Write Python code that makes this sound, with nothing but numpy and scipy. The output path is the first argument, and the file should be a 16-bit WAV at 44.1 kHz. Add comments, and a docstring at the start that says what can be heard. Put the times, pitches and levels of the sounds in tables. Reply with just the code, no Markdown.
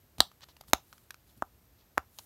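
"""A small carpeted room, the microphone close to a plastic fidget toy with two silicone domes.
Thumbs press each dome through: it buckles and its skin snaps taut with a sharp slap.
Then each is pushed back from behind with a duller, hollow pop. In between, fingers tick and slide
on the frame. The floor, a wall and a short room tail answer, over quiet room tone."""
import sys
import numpy as np
from scipy import signal
from scipy.fft import rfft, irfft, next_fast_len
from scipy.io import wavfile
from scipy.ndimage import map_coordinates

SR = 44100
rng = np.random.default_rng(int(sys.argv[2]) if len(sys.argv) > 2 else 0)


def inscribe(sig):
    """Save sig as 16-bit PCM at rate SR to the path in sys.argv[1].

    A 1-D sig is mono; a 2-D sig holds one channel per row.
    Samples are clipped to [-1, 1] before scaling.
    """
    pcm = np.round(np.clip(np.atleast_2d(sig).T, -1, 1) * 32767)
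    wavfile.write(sys.argv[1], SR, pcm.astype(np.int16))


N = 99225
T = np.arange(N) / SR

# room tone and hiss: frequency_hz, level_db
AIR_SPECTRUM = [(20, -18), (40, -7), (68, 1), (120, -6.5), (200, -13), (350, -15.5), (600, -20),
                (1500, -25), (3000, -28.5), (6500, -30), (10500, -32), (12300, -28), (12900, -18),
                (13500, -27.5), (15700, -30.5), (16200, -54.5)]
# decay of the room's tail: frequency_hz, t60_s
TAIL_DECAY = [(100, 0.25), (900, 0.14), (4000, 0.17), (12000, 0.16)]
# colour of the room's tail: frequency_hz, level_db
TAIL_SPECTRUM = [(80, -8.5), (250, -11.5), (500, -4.5), (850, 0), (1250, -1), (1700, -8), (2400, -5.5),
                 (3300, 1.5), (4200, -5.5), (5500, -0.5), (8000, -6), (14000, -4)]
# fingers sliding on the toy: peak_s, rise_s, fall_s, rasp_db, hiss_db, rumble_db
FINGER_RUBS = [(0.192, .008, .012, -57, -61, -44), (.438, .017, .004, -49, -66, -89),
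               (0.49, 0.005, .025, -60, -68.5, -76), (.684, .008, 0.023, -64, -57.5, -55),
               (.96, 0.14, 0.1, -75.5, -69, -80), (1.301, 0.033, 0.033, -71.5, -70.5, -78),
               (1.377, 0.011, 0.01, -73, -65.5, -53), (1.806, .025, 0.028, -70.5, -89.5, -76),
               (2.21, 0.073, 0.062, -71.5, -61, -90)]
# the three noises of a slide: frequency_hz, level_db
RASP_SPECTRUM = [(200, -13), (1000, 2), (2300, -5), (4000, 5), (6500, -4), (9000, -21.5), (16000, -25)]
HISS_SPECTRUM = [(500, -18), (3000, -27), (7000, -6.5), (10000, -4.5), (13500, -2.5), (16000, -8.5)]
RUMBLE_SPECTRUM = [(25, -21), (70, 12), (200, 6), (500, -17), (1500, -33.5), (8000, -66)]
# fingers and nails on the frame: start_s, knock_db, pitch_ratio, click_db, click_t60_s
FINGER_TICKS = [(.183, -43, .6, -42, 0.017), (0.3158, -50, 0.96, -57.5, 0.017),
                (0.408, -55.5, 0.86, -49, 0.0071), (0.441, -62, 1.2, -44.5, 0.0044),
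                (.487, -52, 0.81, -54, 0.0088), (0.5662, -51.5, 2.2, -56, .012), (.568, -55, .8, -56, .012),
                (.6095, -52, 0.56, -47, .012), (0.611, -45, .65, -44.5, .014),
                (0.6374, -53.5, 0.92, -61.5, .012), (0.683, -59, 1, -46.5, 0.0049),
                (.711, -57, 0.43, -51, .005), (0.9276, -41.5, 1.11, -44.5, 0.00786),
                (0.933, -50, 0.89, -55, 0.015), (.980, -57.5, 1.18, -52, 0.015),
                (1.1064, -36, 1.31, -34, 0.013), (1.1432, -46.5, 1.15, -42, 0.0079),
                (2.1869, -44, 0.735, -33.5, 0.0096), (2.1917, -44, 0.76, -42, 0.014)]
# modes of the frame, before a tick's pitch ratio: pitch_hz, level_db, t60_s
FRAME_MODES = [(950, -9, 0.0077), (1250, 4.5, 0.0096), (1830, -3, .005)]
# colour of a tick's click: frequency_hz, level_db
CLICK_SPECTRUM = [(300, -24), (700, -16), (1200, -3), (2600, -2), (4000, 2), (6000, -0.5), (9500, -7.5),
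                  (12800, -2), (16000, -18.5)]
# each dome's taut skin slapping the rim: pitch_hz, level_db, t60_s
PINK_SKIN_MODES = [(1644, -6, 0.0052), (3339, -19.5, 0.022), (4010, -1, 0.0068), (4340, -1.5, .0062),
                   (6200, -13, 0.0062), (7280, -5, 0.0043), (8687, -11, .0057)]
ORANGE_SKIN_MODES = [(1390, -13, .004), (2120, -4, .0052), (3790, -5, 0.0072), (5370, -13, 0.0071),
                     (6430, -8, .0068), (7140, -11, 0.0075), (8840, -23, 0.0038)]
# domes flipping; the send is what escapes the hand into the room:
# start_s, swing_db, pitch_hz, swell_s, cavity_db, crack_db, thump_db, send_db
DOME_FLIPS = [(.2040, -13.5, 1100, 0.00077, -15, -8, -40, 3), (.7329, -8, 916, .00063, -10.5, -6, -37, -2),
              (1.4228, -16, 1058, 0.00069, -23, -33.5, -76, -4.5),
              (1.9748, -25.5, 987, 0.00064, -40.5, -39.5, -74, -3),
              (1.9787, -6.5, 1272, 0.00045, -26, -21.5, -36, -3)]
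# the hollow under a dome, cupped by the hand: pitch_hz, level_db, t60_s
CAVITY_MODES = [(275, 1.5, .0085), (665, 8.5, 0.0065), (1154, -2, .0105)]
# colour of a dome's crack: frequency_hz, level_db
CRACK_SPECTRUM = [(300, -19), (1500, -9.5), (2200, 1), (3000, -1), (5000, -1), (7200, 1.5), (9800, -6),
                  (12000, 0), (15000, -2), (17000, -16)]


def amp(db):
    """Decibels to gain."""
    return 10 ** (np.asarray(db) / 20)


def unit(x):
    """Scale to rms 1."""
    return x / np.sqrt(np.mean(x ** 2) + 1e-20)


def along(points, hz):
    """Interpolate (frequency_hz, value) points on a log frequency axis."""
    freqs, values = np.transpose(points)
    return np.interp(np.log(hz + 1), np.log(freqs + 1), values)


def filtered(x, response):
    """Filter x by a response given as a function of frequency."""
    size = next_fast_len(len(x) + 8192)
    return irfft(rfft(x, size) * response(np.fft.rfftfreq(size, 1 / SR)), size)[:len(x)]


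def noise(spectrum):
    """Coloured noise of rms 1."""
    return unit(filtered(rng.standard_normal(N), lambda hz: amp(along(spectrum, hz))))


def since(start_s):
    """Seconds since the start, zero before it."""
    return np.maximum(T - start_s, 0)


def burst(start_s, attack_s, t60_s):
    """A quick rise, then an exponential decay."""
    t = since(start_s)
    return (1 - np.exp(-(t / attack_s) ** 2)) * np.exp(-np.log(1000) * t / t60_s)


def ring(start_s, modes, attack_s):
    """Damped modes set off together."""
    return sum(amp(db) * burst(start_s, attack_s, t60_s) * np.sin(2 * np.pi * hz * since(start_s))
               for hz, db, t60_s in modes)


def room_tone():
    """The quiet air behind everything: low rumble and faint hiss."""
    return amp(-64.5) * noise(AIR_SPECTRUM)


def room(x, wall_s=.0142, wall_db=-27.5, tail_db=-16.5, attack_s=.0017):
    """Farther from the microphone: a faint echo off the wall and a short, coloured tail."""
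    hz, t, bands = signal.stft(rng.standard_normal(SR // 2), SR, nperseg=256)
    decay = np.exp(-np.log(1000) * t / along(TAIL_DECAY, hz)[:, None])
    tail = signal.istft(bands * decay, SR)[1]
    tail = filtered(tail / np.linalg.norm(tail), lambda f: amp(along(TAIL_SPECTRUM, f)))
    tail *= 1 - np.exp(-(T[:len(tail)] / attack_s) ** 2)
    wall = filtered(x, lambda f: np.exp(-2j * np.pi * f * wall_s))
    return amp(wall_db) * wall + amp(tail_db) * signal.fftconvolve(x, tail)[:N]


def carpet(x, delay_s=.0032, pile_hz=950):
    """A bounce off the floor just below the toy; the pile absorbs the treble."""
    return amp(-13) * filtered(x, lambda f: np.exp(-2j * np.pi * f * delay_s) / np.hypot(1, f / pile_hz))


def rubs(grain_db=2.5, grains_per_s=260):
    """Fingers shift their grip near the microphone: grainy friction over a soft handling rumble."""
    roughness = map_coordinates(rng.standard_normal(N), [T * grains_per_s], order=1)
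    grain = unit(amp(grain_db * roughness))
    rasp, hiss = grain * noise(RASP_SPECTRUM), grain * noise(HISS_SPECTRUM)
    rumble = noise(RUMBLE_SPECTRUM)
    close = np.zeros(N)
    for peak_s, rise_s, fall_s, rasp_db, hiss_db, rumble_db in FINGER_RUBS:
        swell = np.exp(-((T - peak_s) / np.where(T < peak_s, rise_s, fall_s)) ** 2)
        close += swell * (amp(rasp_db) * rasp + amp(hiss_db) * hiss + amp(rumble_db) * rumble)
    return close


def ticks(attack_s=.00023):
    """Light contacts: a knock of the frame, its pitch set by the grip, under a short scratchy click."""
    close, click = np.zeros(N), noise(CLICK_SPECTRUM)
    for start_s, knock_db, pitch_ratio, click_db, click_t60_s in FINGER_TICKS:
        gripped_modes = np.array(FRAME_MODES) * [pitch_ratio, 1, 1]
        close += amp(knock_db) * ring(start_s, gripped_modes, attack_s)
        close += amp(click_db) * burst(start_s, attack_s, click_t60_s) * click
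    return close


def slaps():
    """Pressed from the front, each dome's skin snaps taut and rings. Returns close sound, room send."""
    pink = ring(start_s=.20468, modes=PINK_SKIN_MODES, attack_s=.0003)
    orange = ring(start_s=.73332, modes=ORANGE_SKIN_MODES, attack_s=.0003)
    return pink + orange, pink + amp(-2.5) * orange


def pops(thump_hz=68, thump_t60_s=.083):
    """A dome buckles, rings its hollow, cracks and jolts the hand. Returns close sound, room send."""
    close, send = np.zeros(N), np.zeros(N)
    crack_noise = noise(CRACK_SPECTRUM)
    for start_s, swing_db, pitch_hz, swell_s, cavity_db, crack_db, thump_db, send_db in DOME_FLIPS:
        t = since(start_s)
        swell = (t / swell_s * np.exp(1 - t / swell_s)) ** 3  # lasts two or three swings of the air
        swing = -amp(swing_db) * swell * np.cos(2 * np.pi * pitch_hz * (t - swell_s))
        cavity = amp(cavity_db) * ring(start_s + swell_s, CAVITY_MODES, attack_s=.00046)
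        crack = amp(crack_db) * burst(start_s, attack_s=.00036, t60_s=.0065) * crack_noise
        thump = ring(start_s, [(thump_hz, thump_db, thump_t60_s)], attack_s=.004)
        pop = swing + cavity + crack + thump
        close += pop
        send += amp(send_db) * pop
    return close, send


def scene():
    """One microphone: the toy up close, the carpet below it, the room behind."""
    domes, dome_send = np.add(pops(), slaps())
    handling = ticks() + rubs()
    toy = domes + handling
    return (toy + carpet(toy) + room(dome_send + handling) + room_tone())[None]


def record(dry, low_cut_hz=46, top_hz=16000):
    """The recorder clips peaks at full scale, thins the deep bass and cuts the highest treble."""
    clipped = np.clip(dry[0], -1, 1)
    low_cut = signal.butter(3, low_cut_hz, "high", fs=SR, output="sos")
    band_limit = signal.butter(24, top_hz, fs=SR, output="sos")
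    return signal.sosfilt(band_limit, signal.sosfilt(low_cut, clipped))[None]


dry = scene()
out = record(dry)
inscribe(out)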